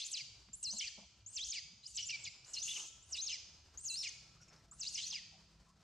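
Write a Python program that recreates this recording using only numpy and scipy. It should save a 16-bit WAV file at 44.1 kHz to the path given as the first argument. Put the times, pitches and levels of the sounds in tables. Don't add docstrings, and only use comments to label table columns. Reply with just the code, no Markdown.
import sys
import numpy as np
from scipy import signal
from scipy.fft import rfft, irfft
from scipy.io import wavfile
from scipy.ndimage import uniform_filter1d

SR = 44100
rng = np.random.default_rng(int(sys.argv[2]) if len(sys.argv) > 2 else 0)


def amplitude_ratio(level_db):
    exponent = np.asarray(level_db, float) / 20
    return 10 ** exponent


def persist_wave(psi):
    counts = np.round(np.clip(psi, -1, 1) * 32767).astype(np.int16)
    wavfile.write(sys.argv[1], SR, np.atleast_2d(counts).T)


N = 257103
LEAD = SR // 4


def rms_one(x):
    return x / np.sqrt(np.mean(x ** 2) + 1e-20)


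def at_hz(points, hz):
    point_hz, value = np.transpose(points)
    return np.interp(np.log(hz), np.log(point_hz), value)


def in_time(rows, t):
    s, *columns = np.transpose(rows)
    return [np.interp(t, s, c) for c in columns]


def gate(t, start, end, edge_s):
    return np.clip(np.minimum(t - start, end - t) / edge_s, 0, 1)


def filtered(x, order, hz, kind="low"):
    return signal.sosfilt(signal.butter(order, hz, kind, fs=SR, output="sos"), x)


def drift(rate_hz, size=N):
    r = np.exp(-2 * np.pi * rate_hz / SR)
    return rms_one(signal.lfilter([1], [1, -2 * r, r * r], rng.standard_normal(size + SR))[SR:])


def resonant_noise(peaks, size=N, patchy_db=0):
    white, out = rng.standard_normal(size + 4000), 0
    for k, (hz, width_hz, db) in enumerate(peaks):
        r = np.exp(-np.pi * width_hz / SR)
        b, a = [1, 0.002, -1], [1, -2 * r * np.cos(2 * np.pi * hz / SR), r * r]
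        swell = amplitude_ratio(db + patchy_db * drift(14.5, size=size))
        ringing = signal.lfilter(b, a, signal.lfilter(b, a, white))[4000:]
        out = out + (-1) ** k * swell * rms_one(ringing)
    return rms_one(out)


def coloured(spectrum, channels):
    hz = np.arange(N // 2 + 1) * SR / N + 1
    return rms_one(irfft(rfft(rng.standard_normal((channels, N))) * amplitude_ratio(at_hz(spectrum, hz)), N))


def spread(mid, side, side_db, pan_db):
    signs = np.array([[1], [-1]])
    return (mid + amplitude_ratio(side_db) * side * signs) * amplitude_ratio(signs * pan_db / 2)


def forest_air():
    # (time [s], level [dB])
    breeze = [(0, -76), (.37, -75.5), (1.88, -76), (2.81, -71), (5.83, -72)]
    # (frequency [Hz], density [dB per Hz])
    air_spectrum = [(250, 2), (500, -1.5), (1000, -1.5), (1500, -3), (2200, -6.5), (3200, -7.5), (5000, -3),
                    (8000, -11.5), (10000, -24), (15000, -32)]
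    air_db, = in_time(breeze, np.arange(N) / SR)
    level = amplitude_ratio(air_db - 1.5 + 2.5 * drift(15))
    air, air_side = level * coloured([(150, 0.41)] + air_spectrum, channels=2)
    return spread(air, air_side, -12.0, 0.19)


def engine():
    # (time [s], level [dB])
    engine_curve = [(0, -79.5), (.37, -73), (1.88, -73.5), (2.81, -74.5), (5.83, -75.5)]
    # (frequency [Hz], width [Hz], level [dB])
    drone_peaks = [(101.4, 14, 4), (128.7, 7.4, -1.5), (154.8, 18, -2.5), (186.5, 68, -4)]
    drone_db, = in_time(engine_curve, np.arange(N) / SR)
    deep = amplitude_ratio(drone_db + 0.5) * resonant_noise([(54.7, 3.0, -0.46), (66.4, 14, -0.54)], patchy_db=5.0)
    drone = amplitude_ratio(drone_db) * resonant_noise(drone_peaks, patchy_db=5.0)
    low_side = amplitude_ratio(-92.5) * resonant_noise([(69.5, 46, 26), (164, 56, 25)])
    return spread(deep + drone, low_side, 0, 0.47)


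def hums():
    # (start [s], end [s], frequency [Hz], level [dB])
    hum_rows = [
        (3.036, 3.217, 75, -68),
        (3.477, 3.862, 76.1, -70.5),
        (4.101, 4.953, 128.1, -76.5),
        (4.104, 5.9, 159.3, -75.5),
        (4.133, 5.894, 195.6, -80),
    ]
    t, out = np.arange(N) / SR, np.zeros(N)
    for start, end, hz, db in hum_rows:
        level = amplitude_ratio(db + 1.6 * drift(1.04)) * gate(t, start, end, 0.048)
        out += level * np.sin(2 * np.pi * hz * t + 0.84 * drift(1.0))
    return np.sqrt(2) * out


def motor_whine():
    # (time [s], level [dB])
    whine_curve = [(0, -100), (.9, -79.5), (1.2, -74.5), (1.5, -92), (2.8, -72.5), (4.0, -80), (4.5, -69.5),
                   (5.2, -80.5), (5.5, -72.5), (5.83, -74)]
    # (frequency [Hz], level [dB])
    whine_lines = [(332, -14), (663, -18), (994, -19.5), (1329, -11), (1655, -43)]
    t = np.arange(N) / SR
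    lines = sum(amplitude_ratio(db + 3.4 * drift(4.9)) * np.sin(2 * np.pi * hz * t) for hz, db in whine_lines)
    return spread(amplitude_ratio(in_time(whine_curve, t)[0]) * lines, 0, 0, 0.47)


def rustles():
    # (time [s], level [dB], centre [Hz], width [octaves], length [s])
    rustle_rows = [(0.484, -67, 817, 3.5, 0.0095), (0.481, -63, 197.7, 0.32, 0.022),
                   (0.72, -56.5, 208, 0.17, 0.037), (0.721, -66, 716, 0.89, 0.048),
                   (0.972, -55.5, 201, 0.19, 0.043), (0.973, -61.5, 652, 0.88, 0.031),
                   (1.024, -68.5, 733, 0.59, 0.026), (2.178, -76, 790, 1.3, 0.11),
                   (2.455, -69.5, 1000, 1.9, 0.093), (2.757, -64.5, 1036, 0.8, 0.077),
                   (2.77, -73, 410, 0.31, 0.064), (3.246, -67, 480, 1.1, 0.0096),
                   (4.362, -70.5, 1313, 0.21, 0.014), (4.399, -71.5, 1370, 0.22, 0.034),
                   (4.406, -66.5, 5600, 0.11, 0.05), (4.409, -71, 6700, 0.26, 0.047),
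                   (4.41, -89, 10400, 0.22, .025), (4.414, -74, 2470, 0.36, 0.04),
                   (4.477, -67, 5420, 0.088, 0.047), (4.478, -68, 6700, 0.23, 0.024),
                   (4.475, -70.5, 2400, 0.28, 0.026), (4.598, -74, 1890, 0.13, 0.025),
                   (4.5, -68.5, 835, 2.6, 0.086), (4.529, -65, 5460, 0.41, 0.018),
                   (4.561, -67, 5300, 0.39, 0.007), (4.566, -73, 5300, .3, 0.035),
                   (4.716, -67.5, 1220, 0.38, 0.033), (5.123, -66.5, 946, 0.51, 0.014),
                   (5.316, -73.5, 748, 0.49, 0.07), (5.664, -71.5, 1080, 0.23, 0.051),
                   (5.682, -77, 5940, 0.84, 0.03)]
    out, t = np.zeros(N), np.arange(SR // 5) / SR
    for s, db, hz, octaves, length_s in rustle_rows:
        grains = rng.standard_normal(len(t)) * amplitude_ratio(7 * rng.standard_normal(len(t)))
        band_hz = [hz * 2 ** (-octaves / 2), hz * 2 ** (octaves / 2)]
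        swell = 3 * t / length_s * np.exp(1 - 3 * t / length_s)
        puff = rms_one(filtered(grains, 2, band_hz, "band")) * swell
        at = round(s * SR)
        out[at:at + len(t)] += amplitude_ratio(db) * puff[:N - at]
    return spread(out, np.roll(out, 40), -15.5, 0.24)


def trees(x):
    # (frequency [Hz], decay by 60 dB [s])
    trees_t60 = [(1500, .9), (3000, 1.05), (6000, 1.0), (8000, .8), (10000, .65), (14000, .6)]
    onset_s, near_db, near_s = .032, 2, .08
    sway_samples, sway_hz = 13, 30
    sheen = 0.06
    t = np.arange(SR) / SR
    echo, edges_hz = 0, 1000 * 2 ** np.arange(0, 4.1, .5)
    for low, high in zip(edges_hz, edges_hz[1:]):
        band = filtered(rng.standard_normal((2, SR)), 2, [low, high], "band")
        echo = echo + band * amplitude_ratio(-60 * t / at_hz(trees_t60, np.sqrt(low * high)))
    echo *= (1 - np.exp(-(t / onset_s) ** 2)) * (1 + amplitude_ratio(near_db) * np.exp(-t / near_s))
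    echo /= np.sqrt(np.sum(echo[0] ** 2))
    i = np.arange(len(x))
    x = np.interp(i + sway_samples * drift(sway_hz, size=len(x)), i, x)
    x = np.convolve(x, [-sheen, 1 + 2 * sheen, -sheen], "same")
    return amplitude_ratio(-12.5) * signal.fftconvolve(x[None], echo, axes=1)[:, LEAD:LEAD + N]


def leaves_near(x):
    taps = np.zeros((2, SR // 250))
    for row in taps:
        row[rng.integers(8, len(row), size=10)] = rng.choice([-1, 1], size=10) / np.sqrt(10)
    return signal.fftconvolve(x[None], taps, axes=1)[:, :N] * amplitude_ratio([[-10], [-8]])


def squeak(s, rise_s, from_hz, top_hz, db):
    return [(s, from_hz, db, .03), (s + rise_s, top_hz, db - 9, .35)]


def fall(s, length_s, from_hz, sag_s, db):
    # (pitch [Hz], roughness [0-1])
    fall_rough = [(2000, .22), (2500, .22), (3000, .5), (3600, .5), (4400, .3), (7000, .25)]
    shelf_hz, end_hz, fade_db = 3100, 1750, 7
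    u = np.linspace(0, 1, num=20)
    hz = shelf_hz + (end_hz - shelf_hz) * u + (from_hz - shelf_hz) * np.exp(-u * length_s / sag_s)
    return list(zip(s + u * length_s, hz, db - fade_db * u, at_hz(fall_rough, hz)))


def score():
    # (start [s], rise [s], from [Hz], top [Hz], effort [dB])
    squeak_rows = [
        (1.262, .058, 6400, 9190, -45.5),
        (2.197, .033, 7400, 7750, -55),
        (3.025, .04, 6854, 9346, -57),
        (3.774, .059, 6380, 8890, -43.5),
        (4.712, .058, 6910, 10140, -51),
    ]
    # (start [s], length [s], from [Hz], time constant [s], effort [dB])
    fall_rows = [
        (1.512, .095, 7110, .017, -42),
        (3.263, .112, 6800, .022, -41.5),
        (4.018, .082, 5450, .017, -41),
        (5.105, .1, 6300, .016, -43),
    ]
    # (time [s], pitch [Hz], effort [dB], roughness [0-1])
    broken_falls = [
        [(.124, 8870, -39, 0.32), (.13, 7000, -35.5, 0.17), (.145, 4950, -37.5, 0.13),
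         (.154, 4000, -45.5, 0.12), (.17, 3850, -38.5, 0.34), (.18, 2980, -44.5, 0.33),
         (.197, 2426, -41.5, 0.17), (.23, 1940, -59, 0.2)],
        [(.781, 7750, -40, 0.25), (.79, 6316, -35.5, 0.36), (.808, 4200, -45.5, 0.22),
         (.815, 3240, -38.5, 0.35), (.84, 2859, -50.5, 0.4), (.852, 2550, -41, 0.12), (.866, 2336, -47, 0.21),
         (.875, 1977, -52, 0.35), (.895, 1704, -40, 0.42)],
        [(2.243, 7030, -41.5, 0.24), (2.25, 6080, -53, 0.32), (2.256, 4440, -39.5, 0.3),
         (2.263, 4050, -52, 0.6), (2.264, 2590, -36.5, 0.07), (2.271, 2377, -46.5, 0.15),
         (2.281, 2096, -45.5, 0.18), (2.3, 2170, -47, 0)],
    ]
    openings = [
        [(0, 3250, -43, 0.49), (.045, 4480, -45, 0.6), (.048, 6800, -41, 0.35), (.07, 7000, -44, 0.7),
         (.095, 11000, -44, 0.5), (.113, 10200, -50, 0.75), (.116, 7500, -37, 0.2), (.121, 7500, -39, 0.3)],
        [(.531, 7080, -46.5, 0), (.547, 7320, -43.5, 0), (.557, 8570, -44.5, 0.01), (.562, 9300, -55, 0),
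         (.575, 10790, -41, 0.06), (.595, 11300, -63, 0.3), (.61, 10770, -46, 0.28), (.626, 9000, -59, 0)],
        [(1.83, 3640, -63.5, 0.29), (1.85, 4600, -54, 0.54), (1.868, 5300, -53.5, 0.42), (1.872, 7000, -56, 1),
         (1.905, 9400, -48.5, 0.49), (1.918, 7200, -50, 0.37), (1.935, 7600, -61, 0.75),
         (1.956, 7400, -46, 0.55)],
        [(2.445, 4613, -53.5, 0.4), (2.46, 7000, -64, 0.85), (2.5, 7370, -55, 0.54), (2.53, 8000, -56.5, 0.55)],
    ]
    swoops = [
        [(.629, 8300, -33.5, 0.08), (.638, 7640, -33, 0.09), (.647, 5510, -43.5, 0.5), (.665, 4440, -40, 0.01),
         (.677, 4030, -45.5, 0.07), (.7, 4232, -42.5, 0.01), (.717, 6180, -44, 0.3), (.725, 5826, -37.5, 0.37),
         (.755, 7000, -47.5, 0.5)],
        [(1.337, 7290, -47.5, 0.37), (1.357, 7440, -41, 0.16), (1.368, 5600, -37, 0.27),
         (1.385, 3200, -43, 0.39), (1.4, 3163, -39, 0.08), (1.435, 4054, -42, 0.09), (1.45, 6340, -40, 0.38),
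         (1.475, 6600, -47.5, 1.2), (1.505, 6360, -40.5, 0.23)],
        [(1.967, 7800, -36, 0.04), (1.974, 5700, -37, 0.56), (1.984, 4600, -45, 0.6), (1.985, 2945, -40, 0.38),
         (2.03, 2850, -50.5, 0.38), (2.055, 3000, -54.5, 0.75), (2.057, 6900, -45.5, 0.31),
         (2.083, 7200, -44.5, 0.37), (2.097, 5100, -43, 0.42)],
    ]
    middle_swoops = [
        [(2.108, 4230, -38, 0.51), (2.109, 2790, -43.5, 0.057), (2.135, 2340, -40, 0.018),
         (2.158, 2300, -38, 0.025), (2.172, 2440, -73, 0.23), (2.185, 2400, -73, 0.46)],
        [(2.54, 5920, -38, 0.68), (2.56, 4354, -43, 0.6), (2.578, 4090, -45, 0.29), (2.592, 4480, -45.5, 0.6),
         (2.602, 5700, -43, 0.92), (2.615, 5500, -58, 1), (2.619, 5750, -42, 0.17), (2.633, 6800, -32, 0.32)],
        [(2.648, 6380, -39, 0.67), (2.665, 7500, -45.5, 0.96), (2.69, 6500, -46.5, 1), (2.725, 7270, -48, 0.88),
         (2.76, 6700, -48, 0.92), (2.8, 6500, -47, 0.91), (2.84, 6160, -50, 0.77), (2.9, 6960, -49.5, 0.59)],
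        [(3.1, 8900, -55.5, 0.67), (3.12, 7400, -46.5, 0.18), (3.13, 5770, -39.5, 0.32),
         (3.155, 4380, -42, 0.13), (3.17, 3325, -45, 0.57), (3.185, 3750, -43, 0.32), (3.205, 4130, -40, 0),
         (3.218, 6260, -44.5, 0.37), (3.245, 6500, -38, 0.02)],
    ]
    late_swoops = [
        [(3.848, 7500, -40, 0.1), (3.865, 6320, -38.5, 0.2), (3.876, 6750, -39, 0.1), (3.887, 4970, -43, 0.04),
         (3.902, 4080, -44, 0), (3.93, 3978, -46, 0), (3.955, 4250, -45, 0), (3.985, 5500, -43, 0.05),
         (4.0, 5300, -44, 0.15)],
        [(4.79, 8000, -62, 0.71), (4.803, 7710, -44, 0.22), (4.815, 5473, -42, 0.11), (4.835, 3932, -41, 0.53),
         (4.865, 3918, -46.5, 0.58), (4.88, 4900, -31, 0.32), (4.897, 6700, -52.5, 1),
         (4.92, 9950, -48.5, 0.62)],
        [(4.94, 8120, -50.5, 0.72), (4.952, 5675, -34, 0.31), (4.97, 4800, -50, 1), (4.98, 2900, -43.5, 0.51),
         (5.015, 3300, -45, 0.47), (5.05, 4400, -39, 0.46), (5.062, 4900, -47, 0.93), (5.08, 6795, -41.5, 0.72)],
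    ]
    # (pitch [Hz], level re effort [dB])
    whistle_speech = [(2000, -10), (2500, -4), (3200, -3), (4500, 0), (7000, -2), (8500, -10), (11000, -20)]
    rasp_speech = [(2000, 14.5), (3000, 11), (4000, 4.5), (5500, -4.5), (8000, 4.5), (11000, -10)]
    clear_gap_db, rough_loss_db = 28, 8
    pause_s = .12
    parts = [squeak(*r) for r in squeak_rows] + [fall(*r) for r in fall_rows]
    parts += broken_falls + openings + swoops + middle_swoops + late_swoops
    s, hz, db, rough = np.transpose(sorted(row for part in parts for row in part))
    rough = np.clip(rough, 0, 1)
    whistle_db = db + at_hz(whistle_speech, hz) - rough_loss_db * rough ** 2
    rasp_db = db + np.minimum(at_hz(rasp_speech, hz) - clear_gap_db * (1 - rough), -2.5)
    rows = np.transpose([s, hz, whistle_db, rasp_db, rough])
    return np.split(rows, np.flatnonzero(np.diff(s) > pause_s) + 1)


def rasp_bands(size):
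    # (frequency [Hz], width [Hz], level [dB])
    throat_peaks = [(2220, 310, -25.5), (2810, 300, 1), (3600, 670, -4), (3963, 140, -1.5),
                    (4900, 1630, 8.5)]
    mouth_peaks = [(5600, 190, -12), (6420, 290, 2.5), (6460, 830, 4), (8000, 1400, -7.5)]
    teeth_peaks = [(9140, 2500, -2), (13800, 4000, -23)]
    grit = rms_one(amplitude_ratio(1.5 * drift(500, size=size)))
    throat, mouth, teeth = (resonant_noise(peaks, size, 1.5) * grit
                            for peaks in (throat_peaks, mouth_peaks, teeth_peaks))
    throat, mouth = filtered(throat, 4, 6500), filtered(mouth, 4, 8600)
    place = np.cumsum(1 + .04 * drift(12.0, size=size)) % size
    throat, mouth = (rms_one(np.interp(place, np.arange(size), x)) for x in (throat, mouth))
    return throat, mouth, teeth


def lift(partial_hz, hz):
    # (frequency [Hz], level [dB])
    tract = [(1700, -8), (2300, 6.5), (2800, 15), (3600, 3), (4700, 3.5), (5600, 2.5), (6700, -11.5),
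             (8200, -9.5), (10000, -26.5), (11500, -27), (13200, -47), (16000, -48)]
    gain = amplitude_ratio(at_hz(tract, partial_hz) - at_hz(tract, hz))
    return gain / (1 + (np.maximum(partial_hz - hz, 0) / 6000) ** 6)


def locked_thirds(t, turn):
    # (start [s], end [s], two thirds [dB], upper thirds [dB])
    locks = [
        (.663, .688, -14, -22),
        (2.55, 2.592, -5, -22),
        (3.147, 3.165, -10, -20),
        (3.896, 3.952, -9, -7),
        (4.026, 4.045, -9, -25),
        (4.828, 4.86, -9, -18),
    ]
    # (thirds of the pitch, level [dB])
    upper_thirds = [(4, -20), (5, 2), (7, -24), (8, -18), (9, -22), (10, -38), (11, -34)]
    lock, upper_lock = sum(amplitude_ratio([[db], [upper_db]]) * gate(t, start, end, .008)
                           for start, end, db, upper_db in locks)
    upper = sum(amplitude_ratio(db) * np.sin(k * turn / 3) for k, db in upper_thirds)
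    return lock * np.sin(2 * turn / 3) + upper_lock * upper


def whistle(t, turn, hz, rough, bright_db, swells):
    # (multiple, level at the larynx [dB])
    overtones = [(2, -14), (3, -9), (4, -11)]
    second_hz, sum_db, difference_db = 3900, -17, -38
    slack = np.clip((3300 - hz) / 400, 0, 1)
    not_limp = np.clip((hz - 2150) / 300, 0, 1)
    voice = np.sin(turn)
    for (k, db), swell in zip(overtones, swells):
        level = amplitude_ratio(db + bright_db * (1 - slack) + 2.0 * np.minimum(swell, .6))
        voice += level * lift(k * hz, hz) * np.sin(k * turn)
    octave = amplitude_ratio(overtones[0][1] + 3 + 2.5 * np.minimum(swells[0], 1)) * slack * not_limp
    voice += octave * lift(2 * hz, hz) * np.sin(2 * turn)
    voice += locked_thirds(t, turn)
    second = 2 * np.pi * second_hz * t
    voice += amplitude_ratio(sum_db) * lift(hz + second_hz, hz) * np.sin(turn + second)
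    voice += amplitude_ratio(difference_db) * np.sin(turn - second)
    strands = .7 * rough * np.clip((4200 - hz) / 600, 0, 1)
    return voice * (1 + strands * np.sin(turn / 4))


def streaks(t, turn, start, end, tremor, flutter):
    # (start [s], end [s], throat tone [Hz], level [dB])
    streak_rows = [(0.204, 0.23, 2600, -50), (0.871, 0.887, 2715, -41.5), (2.273, 2.295, 2600, -49),
                   (3.32, 3.356, 2750, -46.5), (3.342, 3.357, 4900, -52.5), (4.07, 4.088, 2520, -50),
                   (4.075, 4.1, 4430, -45), (4.038, 4.045, 3600, -52), (4.08, 4.1, 6500, -60),
                   (3.297, 3.309, 3300, -48), (5.143, 5.165, 2380, -46.5)]
    out = np.zeros(len(t))
    for a, b, throat_hz, db in streak_rows:
        if start < a < end:
            level = np.sqrt(2) * amplitude_ratio(db + 4 * tremor) * gate(t, a, b, .005)
            out += level * (1 + .5 * flutter) * np.sin(turn + 2 * np.pi * throat_hz * t)
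    return out


def undertones(t, wobble, tremor, flutter):
    # (start [s], end [s], from [Hz], to [Hz], level [dB])
    undertone_rows = [(0.079, 0.114, 4400, 4360, -61), (0.129, 0.163, 3145, 2360, -53),
                      (0.713, 0.782, 4200, 4200, -58), (0.796, 0.816, 3620, 2790, -48),
                      (1.342, 1.374, 6300, 6080, -52), (1.34, 1.357, 9040, 8860, -59),
                      (1.407, 1.42, 5900, 6660, -50), (2.005, 2.051, 6020, 5600, -51),
                      (2.102, 2.122, 5320, 5730, -46), (3.952, 4.005, 3980, 3890, -67),
                      (4.03, 4.047, 4640, 3956, -49), (4.84, 4.872, 3800, 4000, -48),
                      (3.292, 3.334, 3200, 2810, -50), (1.368, 1.397, 2783, 2486, -50),
                      (1.522, 1.547, 2630, 2440, -55.5), (1.533, 1.55, 6600, 6500, -63),
                      (1.542, 1.597, 4590, 4700, -50.5), (0.804, 0.856, 2300, 2477, -51.5),
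                      (1.969, 1.98, 3950, 2850, -37), (2.092, 2.112, 2778, 2820, -41),
                      (2.247, 2.27, 4200, 2700, -51), (2.62, 2.683, 3430, 3340, -63),
                      (2.673, 2.742, 2880, 2877, -52), (2.685, 2.726, 3440, 3470, -45.5),
                      (2.752, 2.785, 3300, 2390, -49.5), (2.791, 2.813, 2910, 2900, -52),
                      (3.145, 3.179, 2910, 2480, -51.5), (3.232, 3.236, 3635, 4120, -63),
                      (3.281, 3.298, 2940, 2530, -61), (4.821, 4.87, 2790, 2620, -69),
                      (4.853, 4.98, 2600, 2770, -79), (4.951, 4.993, 2960, 1980, -54.5),
                      (5.127, 5.15, 3254, 2720, -53)]
    chaos, out = .3, np.zeros(len(t))
    for a, b, from_hz, to_hz, db in undertone_rows:
        on = (t > a) & (t < b)
        hz = np.interp(t[on], [a, b], [from_hz, to_hz]) + 90 * wobble[on]
        level = np.sqrt(2) * amplitude_ratio(db + 4 * tremor[on]) * gate(t[on], a, b, .005)
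        smear = np.sqrt(1 - chaos) + np.sqrt(chaos) * flutter[on]
        out[on] += level * smear * np.sin(2 * np.pi * np.cumsum(hz) / SR)
    return out


def screams():
    brightness_db = [-13.5, 9.5, -3, 3, 5, 4.5, 22.5, 1]
    # (time [s], phase [rad])
    snaps = [
        (.118, 2),
        (.786, 2),
        (2.098, 2),
        (2.103, 3),
        (2.117, 1.5),
        (3.958, -3),
        (3.99, 3),
        (4.017, 2),
        (4.952, 2),
    ]
    size = N + LEAD
    t, out = (np.arange(size) - LEAD) / SR, np.zeros(size)
    wobble, tremor = drift(188.6, size=size), drift(39.97, size=size)
    flutter = filtered(drift(352, size=size), 4, 1720)
    throat, mouth, teeth = rasp_bands(size)
    waver = np.roll(tremor, SR)
    skip = sum(step * np.clip((t - s) / .00025, 0, 1) for s, step in snaps)
    swells = [drift(22.0, size=size) for _ in range(3)]
    for rows, bright_db in zip(score(), brightness_db):
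        start = rows[0][0] if rows[0][0] > .01 else -.15
        end = rows[-1][0]
        on = (t >= start) & (t < end)
        now = t[on]
        hz, tone_db, rasp_db, rough = in_time(rows, now)
        hz, rough = uniform_filter1d(hz, size=40), np.clip(rough, 0, 1)
        jitter_hz = (50 + .04 * hz) * rough * wobble[on]
        pitch_hz = hz * (1 + .04 * np.minimum(rough, .5) * waver[on]) + jitter_hz
        turn = 2 * np.pi * np.cumsum(pitch_hz) / SR + skip[on]
        voice = whistle(now, turn, hz, rough, bright_db, [swell[on] for swell in swells])
        chaos = rough ** 1.6
        voice *= np.sqrt(1 - chaos) + np.sqrt(chaos) * flutter[on]
        voice *= np.sqrt(2) * amplitude_ratio(tone_db + (1.2 + 3.5 * rough) * tremor[on])
        voice += streaks(now, turn, start, end, tremor[on], flutter[on])
        open_db = 4.95 * (1 - 0.2 * chaos) * np.log2(hz / 4500)
        spray_db = -21 + 12 * np.log2(uniform_filter1d(hz, size=2600) / 4500)
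        rasp = amplitude_ratio(-open_db) * throat[on] + amplitude_ratio(open_db) * mouth[on] + amplitude_ratio(spray_db) * teeth[on]
        rasp *= amplitude_ratio(rasp_db - 1.0)
        edge = np.clip(np.minimum((now - start) / 0.0011, (now[-1] - now) / .022), 0, 1)
        out[on] = edge * (voice + rasp)
    out += undertones(t, wobble[::-1], tremor[::-1], flutter[::-1])
    return filtered(out + 1e-18, 6, 1800, "high")


def scene():
    voice = screams()
    tail, tail_side = trees(voice)
    direct = voice[LEAD:]
    early, early_side = leaves_near(direct)
    brighter_left = -.1 * np.gradient(np.gradient(direct))
    side = brighter_left + early_side + 0.79 * tail_side
    side = side - 1.04 * np.roll(early_side + 0.79 * tail_side + brighter_left, 1)
    monkey = spread(direct + early + tail, side, 0, 0.28)
    return monkey + engine() + motor_whine() + forest_air() + rustles() + hums()


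def top_cut(x):
    return signal.sosfilt(signal.butter(12, 15300, fs=SR, output="sos"), x)


def record(dry):
    limit_db = -41
    power = uniform_filter1d(np.mean(dry ** 2, axis=0), size=130)
    over_db = np.maximum(10 * np.log10(power + 1e-12) - limit_db, 0)
    cut_db = .75 * uniform_filter1d(uniform_filter1d(over_db, size=100), size=80)
    return top_cut(dry * amplitude_ratio(-cut_db))


dry = scene()
out = record(dry)
persist_wave(out)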